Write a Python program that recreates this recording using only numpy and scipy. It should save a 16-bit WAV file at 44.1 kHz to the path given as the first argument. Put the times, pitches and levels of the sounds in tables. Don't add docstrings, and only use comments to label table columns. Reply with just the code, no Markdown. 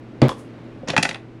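import sys
import numpy as np
from scipy import signal
from scipy.fft import rfft, irfft, next_fast_len
from scipy.io import wavfile
from scipy.ndimage import uniform_filter1d

SR = 44100
rng = np.random.default_rng(int(sys.argv[2]) if len(sys.argv) > 2 else 0)


def to_wav(sig):
    pcm = np.clip(np.atleast_2d(sig), -1, 1) * 32767
    pcm = np.round(pcm).astype(np.int16)
    wavfile.write(sys.argv[1], SR, pcm.T)


N = 61739
T = np.arange(N) / SR
AGE = T[:SR // 3]

# (f/Hz, rms level/dB)
HUM_TONES = [(119.5, -45), (240.5, -51.5), (329, -49.5)]
# (f/Hz, level/dB)
ROOM_TONE_COLOUR = [(15, -57), (25, -11.5), (60, -20.5), (103, -12.5), (172, -12), (257, -6), (604, -18),
                    (850, -24), (2300, -31.5), (3700, -39.5), (10600, -61.5), (15000, -77)]
# (t/s, rms level/dB)
ROOM_TONE_DRIFT = [(0, -42.5), (.55, -40), (1.4, -44)]
# (f/Hz, level/dB)
HISS_COLOUR = [(1000, -54), (6000, -49.5), (10500, -49.5), (14000, -71)]

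# (f/Hz, level/dB, t60/s)
DOOR_MODES = [(132.5, 0, 0.27), (234, -3.5, 0.19), (289.5, -6.5, 0.16), (330, -10, 0.16),
              (370.7, -11.5, 0.24), (529, -12.5, 0.17), (601, -18, 0.38), (712, -22.5, 0.15)]
FRAME_MODES = [(400, -3, .022), (680, -8, .022), (980, -22, .02), (4400, -16, .009)]
# (f/Hz, level/dB)
TICK_COLOUR = [(40, -12), (200, -5), (550, -12), (1100, -0.5), (2500, -6.5), (4600, -9), (6100, -14.5),
               (7600, -19), (11000, -39.5), (15000, -61)]
RATTLE_COLOUR = [(30, -27), (70, -20), (200, 4.5), (600, -1.5), (1400, -13), (1800, -17), (2300, -13.5),
                 (2800, -23), (3400, -19.5), (6000, -37), (11000, -52), (15000, -82)]

# (t/s, level/dB, crack against ring/dB)
KNOCKS = [(.2918, -9, -4), (0.3164, -16, -20)]
# (f/Hz, level/dB, t60/s)
KNOCK_MODES = [(525, -16, .08), (860, -10, .025), (1005, -11, .07), (1070, 1.5, .015), (3400, -9, .013)]
# (f/Hz, level/dB)
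KNOCK_COLOUR = [(40, -33), (170, -18), (500, -20), (1100, 7.5), (2000, 1.5), (5500, -6.5), (7000, -20),
                (11000, -30), (15000, -40)]
NOISE_TAIL_COLOUR = [(40, -23), (170, -12), (500, -11), (2000, -27.5), (7000, -36.5), (10500, -40), (14000, -68)]

# (t/s, deep level/dB, hollow level/dB)
THUDS = [(0.83, -36, -27), (0.882, -25.5, -25.5), (0.902, -24, -33.5), (0.9344, -32, -16.5),
         (.979, -16, -23.5), (1.03, -27, -24.5), (1.055, -33, -32.5), (1.088, -31.5, -29)]
# (f/Hz, level/dB, t60/s)
DEEP_MODES = [(112, -3, 0.074), (164.3, 0, 0.093), (220.5, -1.5, 0.1), (282, -3.5, 0.19),
              (400.5, -14, 0.17)]
HOLLOW_MODES = [(522, -1, .09), (585, -6, .06), (735, -8, .06)]
# (f/Hz, level/dB, t60/s)
LATCH_MODES = [(865, -4, .045), (1130, -6, .016), (1900, 1.5, .022), (2400, -4, .02)]
LID_MODES = [(680, -10, .05), (780, -13, .05), (868, -11, .065), (1320, -16, .04), (1510, -9, .04),
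             (1850, -10, .035), (1990, -11, .05), (2450, -6, .025), (2550, -.5, .015), (2595, -15, .05),
             (2640, -14.5, .09), (3240, -15, .035)]
# (t/s, ring level/dB, crack level/dB in each of CRACK_BANDS, contact length/s)
LID_CLICKS = [ (0.874, -52, -21, -26, -37, -32, -64, 0.011),
              (0.8835, -29, -22, -23.5, -19, -20, -41.5, 0.005),
              (0.8918, -42, -14, -18, -25, -34, -54, 0.0086),
              (0.9014, -20.5, -13.5, -14.5, -10.5, -20.5, -34, 0.0028),
              (.9330, -37, -19.5, -19.5, -36, -44, -57, 0.012),
              (0.9646, -31, -6.5, -3, -10, -18.5, -31, 0.0035),
              (.9770, -5, -11.5, -7, -13.5, -14.5, -28.5, 0.0058),
              (1.027, -10.5, -20, -9.5, -6, -15.5, -19.5, 0.0074),
              (1.0511, -9.5, -13.5, -11, -20, -22.5, -37, 0.0062),
              (1.0902, -33, -19, -17.5, -14.5, -20.5, -32, 0.0039),
              (1.111, -25, -32, -19, -22, -37, -49, 0.0035), (1.13, -50, -25, -44, -42, -40, -47, 0.0025),
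              (1.1445, -28, -36.5, -22.5, -23.5, -38.5, -45, 0.0032),
              (1.156, -37, -22.5, -28, -31, -51, -55, 0.0031)]
CRACK_BANDS = [750, 1800, 3600, 6000, 10000]
# (f/Hz, level/dB)
SHELL_COLOUR = [(40, -35.5), (130, 3.5), (450, -2.5), (880, -1), (1200, -3.5), (1950, 3), (2200, -2.5),
                (2520, 4.5), (2900, 0.5), (3230, 0.5), (3500, -0.5), (3900, -1), (7500, 0.5), (8250, -6),
                (9150, 2.5), (12000, -6.5)]
AFTER_RING_COLOUR = [(600, 14), (2600, 3), (5000, 5)]

LID_PUSH_S = .002


def amp(db):
    return 10 ** (np.asarray(db) / 20)


def fade(t60):
    return np.exp(-np.log(1000) * AGE / t60)


def at(x, s):
    return np.concatenate([np.zeros(int(max(s, 0) * SR)), x, np.zeros(N)])[:N]


def colour(x, points):
    hz, db = np.array(sorted(points)).T
    size = 2 * next_fast_len(len(x) // 2 + 2048, real=True)
    f = np.maximum(np.arange(size // 2 + 1) * SR / size, 1)
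    gain = amp(np.interp(np.log(f), np.log(hz), db))
    cepstrum = irfft(np.log(gain))
    cepstrum[1:size // 2] *= 2
    cepstrum[size // 2 + 1:] = 0
    return irfft(rfft(x, size) * np.exp(rfft(cepstrum)))[:len(x)]


def burst(envelope):
    return np.sign(rng.standard_normal(len(envelope))) * envelope


def ring(modes, push_s, scatter_db=0, detune=0):
    chance = rng.standard_normal((len(modes), 2))
    out = 0
    for k, (hz, db, t60) in enumerate(modes):
        wave = np.sin(2 * np.pi * hz * (1 + detune * chance[k, 1]) * AGE)
        out += (-1) ** k * amp(db + scatter_db * chance[k, 0]) * fade(t60) * wave
    return out * np.minimum(AGE / push_s, 1)


def background():
    air = colour(rng.standard_normal(N), ROOM_TONE_COLOUR)
    air_db = np.interp(T, *np.array(ROOM_TONE_DRIFT).T)
    hum = sum(amp(db) * np.sqrt(2) * np.sin(2 * np.pi * (hz * T + rng.random())) for hz, db in HUM_TONES)
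    return hum + air / air.std() * amp(air_db)


def kitchen(x, wet_db):
    noise = rng.standard_normal(len(AGE))
    low = signal.sosfilt(signal.butter(2, 1900, fs=SR, output="sos"), noise)
    treble = noise - low
    tail = at(low * fade(t60=.32) + treble * fade(t60=.21), s=.008)
    return x + amp(wet_db) * signal.fftconvolve(x, tail / np.linalg.norm(tail))[:N]


def hiss():
    peak_s, rise_s, fall_s = .393, .02, .036
    swell = np.exp(-np.maximum((peak_s - T) / rise_s, (T - peak_s) / fall_s))
    return swell * colour(rng.standard_normal(N), HISS_COLOUR)


def knocks():
    noise_tail = colour(burst(fade(t60=.18)), NOISE_TAIL_COLOUR)
    out = at(noise_tail, KNOCKS[0][0])
    for s, db, crack_db in KNOCKS:
        crack = amp(crack_db) * colour(burst(fade(t60=.015)), KNOCK_COLOUR)
        out += at(amp(db) * (ring(KNOCK_MODES, push_s=.0011) + crack), s)
    return out


def door():
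    tick = colour(burst(fade(t60=.011)), TICK_COLOUR)
    clack = ring(FRAME_MODES, push_s=.0018)
    boom = amp(-3.5) * ring(DOOR_MODES, push_s=.008)
    rattle = colour(burst(fade(t60=.3)), RATTLE_COLOUR)
    return at(tick, s=.2175) + at(clack, s=.2178) + at(boom + rattle, s=.2185)


def housing():
    deep = ring(DEEP_MODES, push_s=.0025)
    hollow = ring(HOLLOW_MODES, push_s=.0025)
    return sum(at(amp(deep_db) * deep + amp(hollow_db) * hollow, s) for s, deep_db, hollow_db in THUDS)


def latch():
    return at(amp(-7) * ring(LATCH_MODES, LID_PUSH_S), s=.9648)


def catch(contact_s):
    rise_s, release_t60_s, spread_db = .0008, .011, 5.5
    release = np.exp(-np.log(1000) * np.maximum(AGE - contact_s, 0) / release_t60_s)
    envelope = np.minimum(AGE / rise_s, 1) * release
    slips = burst(envelope) * amp(spread_db * rng.standard_normal(len(AGE)))
    return slips * np.linalg.norm(envelope) / np.linalg.norm(slips)


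def lid():
    cracks, rings = 0, 0
    for s, ring_db, *crack_db, contact_s in LID_CLICKS:
        after_ring = amp(-10) * colour(burst(fade(t60=.06)), AFTER_RING_COLOUR)
        spectrum = [(98.2, crack_db[0] - 8), *zip(CRACK_BANDS, crack_db), (14000, crack_db[-1] - 23.5)]
        cracks += at(colour(catch(contact_s) + after_ring, spectrum), s)
        rings += at(amp(ring_db) * ring(LID_MODES, LID_PUSH_S, scatter_db=2, detune=.005), s)
    return colour(cracks, SHELL_COLOUR) + rings


def scene():
    dip_start_s, dip_end_s, dip_db = .2845, .2915, -16
    before_dip = 1. * (T < dip_start_s)
    after_dip = uniform_filter1d(1. * (T > dip_end_s), size=24)
    bed = background() * np.maximum(before_dip + after_dip, amp(dip_db))
    coffee_maker = kitchen(latch() + lid() + housing(), wet_db=-11.5)
    cabinet = before_dip * door()
    knocking = kitchen(knocks(), wet_db=-12)
    return (bed + hiss() + knocking + cabinet + coffee_maker)[None]


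def record(dry):
    rounded = dry / (1 + dry ** 6) ** (1 / 6)
    return signal.sosfilt(signal.ellip(8, .2, 80, 16300, fs=SR, output="sos"), rounded)


dry = scene()
out = record(dry)
to_wav(out)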